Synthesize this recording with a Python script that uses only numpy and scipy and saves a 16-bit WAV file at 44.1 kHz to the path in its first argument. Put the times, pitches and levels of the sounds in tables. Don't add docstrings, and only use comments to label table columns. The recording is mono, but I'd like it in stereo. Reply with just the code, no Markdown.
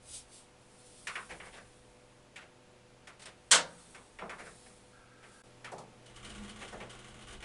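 import sys
import numpy as np
from scipy import signal
from scipy.fft import rfft, irfft, next_fast_len
from scipy.io import wavfile
from scipy.ndimage import uniform_filter1d

SR = 44100
rng = np.random.default_rng(int(sys.argv[2]) if len(sys.argv) > 2 else 0)


def bounce(signal):
    frames = np.transpose(np.atleast_2d(signal))
    limited = np.clip(frames, -1, 1)
    pcm = np.round(limited * 32767).astype(np.int16)
    wavfile.write(sys.argv[1], SR, pcm)


N = 328104
TIME = np.arange(N) / SR
TAIL = 24576
CUTOFF_HZ = 11050


def from_db(db):
    return 10 ** (np.asarray(db) / 20)


def rms_one(x):
    return x / np.sqrt(np.mean(x ** 2) + 1e-20)


def at_level(hit, db):
    return hit * from_db(db) / np.sqrt(np.sum(hit.mean(0) ** 2) / (.035 * SR))


def at_hz(points, hz):
    f, value = np.transpose(points)
    return np.interp(np.log(np.maximum(hz, 1)), np.log(f), value)


def bins(x):
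    return np.fft.rfftfreq(x.shape[-1], 1 / SR)


def equalise(x, curve, tilt_db=0):
    hz, n = bins(x), x.shape[-1]
    gain_db = at_hz(curve, hz) + tilt_db * np.log2(np.clip(hz, 100, CUTOFF_HZ) / 1000)
    cepstrum = irfft(np.log(from_db(gain_db)), n)
    cepstrum[1:n // 2] *= 2
    cepstrum[n // 2 + 1:] = 0
    return irfft(rfft(x) * np.exp(rfft(cepstrum)), n)


def band(x, low_hz, high_hz):
    return signal.sosfilt(signal.butter(2, [low_hz, high_hz], "band", fs=SR, output="sos"), x)


def top_cut(x):
    return signal.sosfilt(signal.ellip(12, .1, 80, CUTOFF_HZ, fs=SR, output="sos"), x)


def drift(rate_hz):
    knots = rng.standard_normal(2000)
    return np.interp(TIME * rate_hz, np.arange(len(knots)), knots)


def swells(rows, drop_db=8.5, roundness=1.68):
    gain = 0
    for s, peak_db, swell_s, fade_s in rows:
        away = np.maximum((s - TIME) / swell_s, (TIME - s) / fade_s)
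        gain = gain + from_db(peak_db - drop_db * np.minimum(away, 10) ** roundness)
    return gain


def ringing(modes):
    t = np.arange(TAIL) / SR
    return np.array([np.sin(2 * np.pi * hz * t) * from_db(db - 60 * t / t60) for hz, db, t60 in modes])


def add(out, s, sound):
    i = round(s * SR)
    out[:, i:i + sound.shape[1]] += sound[:, :max(N - i, 0)]


# (frequency [Hz], side level re mid [dB])
WIDTH = [(60, -12.5), (190, -9), (600, -0.5), (1500, -1.5), (3500, -4), (10000, -8)]
def diffuse(n):
    mid, side = rng.standard_normal((2, n))
    side = irfft(rfft(side) * from_db(at_hz(WIDTH, bins(side))), n)
    return mid + side * np.array([[1], [-1]])


# (frequency [Hz], t60 [s])
STALL_DECAY = [(150, 0.63), (500, 0.34), (1500, 0.22), (3000, 0.23), (10000, 0.14)]
def stall_echo(rise_s=0.0015, direct=7.5, late_db=-33, late_t60=1.0, build_cycles=3.0):
    t, walls = np.arange(TAIL) / SR, diffuse(TAIL)
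    spectrum, octave = rfft(walls), np.log2(np.clip(bins(t), 125, 8000) / 125)
    out = 0
    for k, hz in enumerate(125 * 2 ** np.arange(7)):
        octave_band = irfft(spectrum * np.maximum(1 - abs(octave - k), 0))
        build = 1 - np.exp(-t * hz / build_cycles)
        out = out + octave_band * build * from_db(-60 * t / at_hz(STALL_DECAY, hz))
    out += band(walls[:, ::-1], 320, 1800) * from_db(late_db - 60 * t / late_t60)
    out[:, round(SR / 1000)] += direct
    return out * np.minimum(t / rise_s, 1) * np.minimum(t[::-1] * 10, 1)


# (frequency [Hz], opening level [dB])
FAN_TONES = [(199.5, -76.5), (249.5, -76.5), (359, -78.5), (398.4, -85), (497, -71), (597.5, -77),
             (746, -78), (894, -79)]
# (frequency [Hz], gain [dB])
AIR_EQ = [(20, 1), (85, -2.5), (140, -2.5), (190, -2), (320, -2), (745, -6), (1780, -11.5), (2570, -12),
          (3930, -16.5), (11000, -22.5), (14000, -60)]
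def fan(mains_hz=121.3, waver_db=2.1, wander_rad=.5, lift_db=2, extra_mains_lift_db=4):
    after_dip = TIME > DIP_S
    mains = (mains_hz, -70.5 + extra_mains_lift_db * after_dip)
    hum = 0
    for hz, db in [mains, *FAN_TONES]:
        amplitude = np.sqrt(2) * from_db(db + waver_db * drift(4.5))
        hum = hum + amplitude * np.sin(2 * np.pi * hz * TIME + wander_rad * drift(3.0))
    air = rms_one(equalise(diffuse(next_fast_len(N, True)), AIR_EQ)[:, :N])
    return (hum + from_db(-60.5) * air) * from_db(lift_db * after_dip)


# (peak time [s], level [dB], swell [s], fade [s])
RUMBLE_SWELLS = [(.1, -62, .2, 0.15), (1.4, -64.5, 0.46, 0.44), (4.25, -66.5, 0.89, 0.82),
                 (6.38, -54, 0.19, 0.49), (7.42, -55.5, 0.28, .2)]
def handling_rumble(low_hz=22, high_hz=66):
    return swells(RUMBLE_SWELLS) * rms_one(band(rng.standard_normal(N), low_hz, high_hz))


# (peak time [s], level [dB], swell [s], fade [s])
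STROKES = [(.15, -45, 0.072, 0.037), (.355, -56, 0.069, 0.056), (1.0, -59, 0.29, 0.65),
           (3.8, -61.5, 0.28, 0.31), (4.52, -60.5, 0.19, .33), (5.34, -64.5, 0.12, 0.12)]
# (frequency [Hz], gain [dB])
RUB_EQ = [(1800, -21.5), (2700, -13), (3500, -5.5), (6500, -7), (8300, -1), (10000, -1), (11000, -9)]
def finger_rub(grain_db=1.5, grains_per_s=120):
    friction = rng.standard_normal(N) * from_db(grain_db * drift(grains_per_s))
    out = np.zeros((2, N))
    for stroke in STROKES:
        echo = top_cut(equalise(stall_echo(), RUB_EQ))
        echo /= np.linalg.norm(echo.mean(0))
        hiss = swells([stroke]) * friction
        out += signal.oaconvolve(hiss[None], echo, axes=1)[:, :N]
    return out


def clack(echo, hz, spread):
    return band(band(echo, hz / spread, hz * spread), hz / 2 / spread, hz * spread)


def contact(hz, clack_db, thud_db, tick_db, rise_s):
    echo = stall_echo(rise_s)
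    thud = at_level(band(echo, 310, 830), thud_db)
    boom = at_level(band(echo, 160, 300), thud_db - 7)
    tick = at_level(band(echo, 3200, 10200), tick_db)
    return at_level(clack(echo, hz, spread=1.53), clack_db) + thud + boom + tick


# (time [s], clack pitch [Hz], clack [dB], thud [dB], tick [dB])
KNOCKS = [(1.07, 1960, -39.5, -56, -47), (1.154, 1840, -39, -51.5, -59), (1.400, 1770, -49, -57, -74),
          (2.359, 2280, -48.5, -64, -58.5), (3.071, 1840, -52.5, -60.5, -59),
          (3.946, 1670, -52.5, -57, -62), (4.187, 1850, -47.5, -50.5, -66), (4.218, 1080, -51, -41, -82),
          (4.294, 1630, -43.5, -51.5, -58), (4.661, 1780, -62.5, -63, -77),
          (5.644, 1980, -46.5, -55, -56.5), (5.717, 704, -65, -42.5, -57.5), (5.781, 810, -58, -49.5, -57),
          (6.727, 1190, -52.5, -43, -61), (6.802, 1930, -49, -46.5, -64), (7.425, 2430, -49, -52, -59.5)]
# (frequency [Hz], level re clack [dB], t60 [s])
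STRIP_MODES = [(1852, -6.5, 0.095), (2294, -7, 0.11), (2920, -21, 0.12), (3440, -11, 0.1), (5500, -19, .14)]
def door_knocks(settle_s=.025, settle_pitch_ratio=0.66, settle_db=-7.5):
    out, modes = np.zeros((2, N)), ringing(STRIP_MODES)
    for s, hz, clack_db, thud_db, tick_db in KNOCKS:
        add(out, s, contact(hz, clack_db, thud_db, tick_db, rise_s=0.0019))
        ring = rng.choice([-1, 1], len(modes)) @ modes
        add(out, s, from_db(clack_db) * ring[None])
        settle = clack(stall_echo(rise_s=0.002), hz * settle_pitch_ratio, spread=1.24)
        add(out, s + settle_s, at_level(settle, clack_db + settle_db))
    return out


# (frequency [Hz], relative level [dB], t60 [s])
PANE_MODES = [(170.1, -30, 1), (491, -25, 0.63), (533, -22, .25), (937, -16.5, 0.42), (1160, -23, .25),
              (1360, -21, 0.18), (1516, -11.5, 0.22), (1460, -22, .3), (1570, -13.5, 0.32),
              (2190, -12.5, 0.18), (3100, -11, 0.2), (3170, -23, .22), (3540, -30.5, 0.24), (4460, -10, .2),
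              (4743, -22, 0.21), (6940, -28, .16)]
def pane_ring(snap_db=-18, contact_db=-3):
    out, modes = np.zeros((2, N)), ringing(PANE_MODES)
    hz = np.array(PANE_MODES)[:, 0]
    full_ring = rng.choice([-1, 1], len(hz)) @ modes
    add(out, SNAP_SLIPS[3][0], from_db(snap_db) * full_ring[None])
    for s, pitch, clack_db, *_ in KNOCKS + SCUFFS:
        nearness = np.exp(-(2 * np.log2(hz / pitch)) ** 2)
        strength = from_db(clack_db + contact_db) * nearness * rng.uniform(-2, 2, len(hz))
        add(out, s, (strength @ modes)[None])
    return out


# (time [s], clack pitch [Hz], clack level [dB])
SCUFFS = [(1.291, 1770, -46), (1.450, 1720, -54.5), (1.524, 2650, -54), (1.559, 1470, -52.5),
          (2.404, 1930, -57.5), (3.250, 2000, -55.5), (4.38, 1600, -48), (4.449, 1410, -51.5),
          (5.221, 1700, -57.5), (6.600, 2030, -48)]
def door_scuffs():
    out = np.zeros((2, N))
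    for s, hz, db in SCUFFS:
        add(out, s, contact(hz, db, thud_db=db - 1.5, tick_db=db - 11, rise_s=0.025))
    return out


# (time [s], level [dB])
CATCHES = [(3.194, -57), (3.217, -53.5), (3.254, -50), (6.058, -59.5), (6.158, -56), (6.245, -51.5),
           (6.293, -54.5), (6.492, -53), (6.676, -57), (6.894, -56), (6.985, -61.5), (7.08, -61),
           (7.22, -59.5), (7.282, -57), (7.323, -55.5)]
# (frequency [Hz], gain [dB])
CATCH_EQ = [(700, -6.5), (2500, -2), (3600, -3), (7000, -8), (9200, -2), (11000, -19)]
def plastic_catches(seal_hz=3000, seal_width_hz=350, seal_db=-6.5):
    out = np.zeros((2, N))
    for s, db in CATCHES:
        echo = stall_echo(rise_s=0.0039)
        add(out, s, at_level(equalise(echo, CATCH_EQ), db))
        if s > SWING[0][0]:
            seal = band(echo, seal_hz - seal_width_hz / 2, seal_hz + seal_width_hz / 2)
            add(out, s, at_level(seal, db + seal_db))
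    return out


# (time [s], level [dB], treble tilt [dB/octave])
SNAP_SLIPS = [(3.509, -31, 0), (3.513, -20, 6.5), (3.517, -25.5, -0.5), (3.524, -31.5, 0),
              (3.532, -26.5, -2.5), (3.548, -28, 2.5), (3.558, -35.5, -4), (3.571, -42.5, -4.5),
              (3.592, -45, -7.5)]
# (frequency [Hz], gain [dB])
SNAP_EQ = [(60, -47), (160, -25), (310, -18), (385, -22), (510, -3.5), (830, -7), (930, -3.5), (1540, 0.5),
           (2570, -6), (3100, -1), (5500, -5.5), (8200, -4), (11000, -21)]
def strip_snap():
    out = np.zeros((2, N))
    for s, db, tilt_db in SNAP_SLIPS:
        echo = stall_echo(direct=8.0, late_db=-29)
        add(out, s, at_level(equalise(echo, SNAP_EQ, tilt_db), db))
    return out


def sing(hz, width_hz):
    tone = band(rng.standard_normal(N), hz - width_hz / 2, hz + width_hz / 2)
    power = uniform_filter1d(tone ** 2, SR // 50) + 1e-12
    return rms_one(tone / power ** .25)


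def strip_drag(start_s=4.92, end_s=5.44, fade_s=0.014, level_db=-65):
    touching = np.clip(np.minimum(TIME - start_s, end_s - TIME) / fade_s, 0, 1)
    friction = 0.53 * rms_one(band(rng.standard_normal(N), 800, 3100))
    low_mode = sing(hz=1335, width_hz=110) * from_db(2 * drift(20))
    high_mode = sing(hz=1592, width_hz=110) * from_db(2 * drift(14))
    return from_db(level_db) * touching * rms_one(low_mode + high_mode + friction)


DIP_S = 5.421
def level_dip(length_s=0.015, depth_db=-20):
    inside = (TIME > DIP_S) & (TIME < DIP_S + length_s)
    return from_db(depth_db * uniform_filter1d(inside.astype(float), size=200))


# (time [s], level [dB])
SWING = [(5.9, -90), (6.1, -55.5), (6.42, -52.5), (6.7, -51), (6.95, -54.5), (7.44, -54)]
# (frequency [Hz], gain [dB])
SCRAPE_EQ = [(180, -16), (300, -2.5), (490, -7.5), (620, -9.5), (1450, -6), (1900, -9), (2500, -9.5),
             (3000, -6.5), (4800, -18.5), (8900, -13.5), (11000, -23)]
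def seal_scrape(slips_per_s=300, size_spread_db=7.0):
    envelope = from_db(np.interp(TIME, *np.transpose(SWING)))
    sizes = from_db(size_spread_db * np.minimum(rng.exponential(1, N), 3))
    slips = sizes * rng.choice([-1, 1], N) * (rng.random(N) < slips_per_s / SR)
    echo = equalise(stall_echo(direct=6.2), SCRAPE_EQ)
    return envelope * rms_one(signal.fftconvolve(slips[None], echo, axes=1)[:, :N])


# (peak time [s], level [dB], swell [s], fade [s])
GROANS = [(6.41, -50, 0.1, 0.16), (6.95, -61.5, 0.71, 0.49)]
def door_groan():
    return swells(GROANS) * sing(hz=209, width_hz=12)


# (frequency [Hz], left phase re right [rad])
DOOR_PHASE = [(60, -0.23), (500, -0.5), (1400, -0.9), (3200, -.6), (6500, -0.66), (11000, -0.31)]
def from_door(x):
    mid = x.mean(0)
    narrow = mid + (x - mid) / 3
    skew = np.tan(at_hz(DOOR_PHASE, bins(x)) / 2) * np.array([[1], [-1]])
    return irfft(rfft(narrow) * (1 + 1j * skew), N)


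def scene():
    door = door_knocks() + door_scuffs() + plastic_catches() + strip_snap() + pane_ring()
    door += seal_scrape() + door_groan() + strip_drag() + finger_rub()
    return (from_door(door) + fan() + handling_rumble()) * level_dip()


def record(dry):
    return top_cut(dry)


dry = scene()
out = record(dry)
bounce(out)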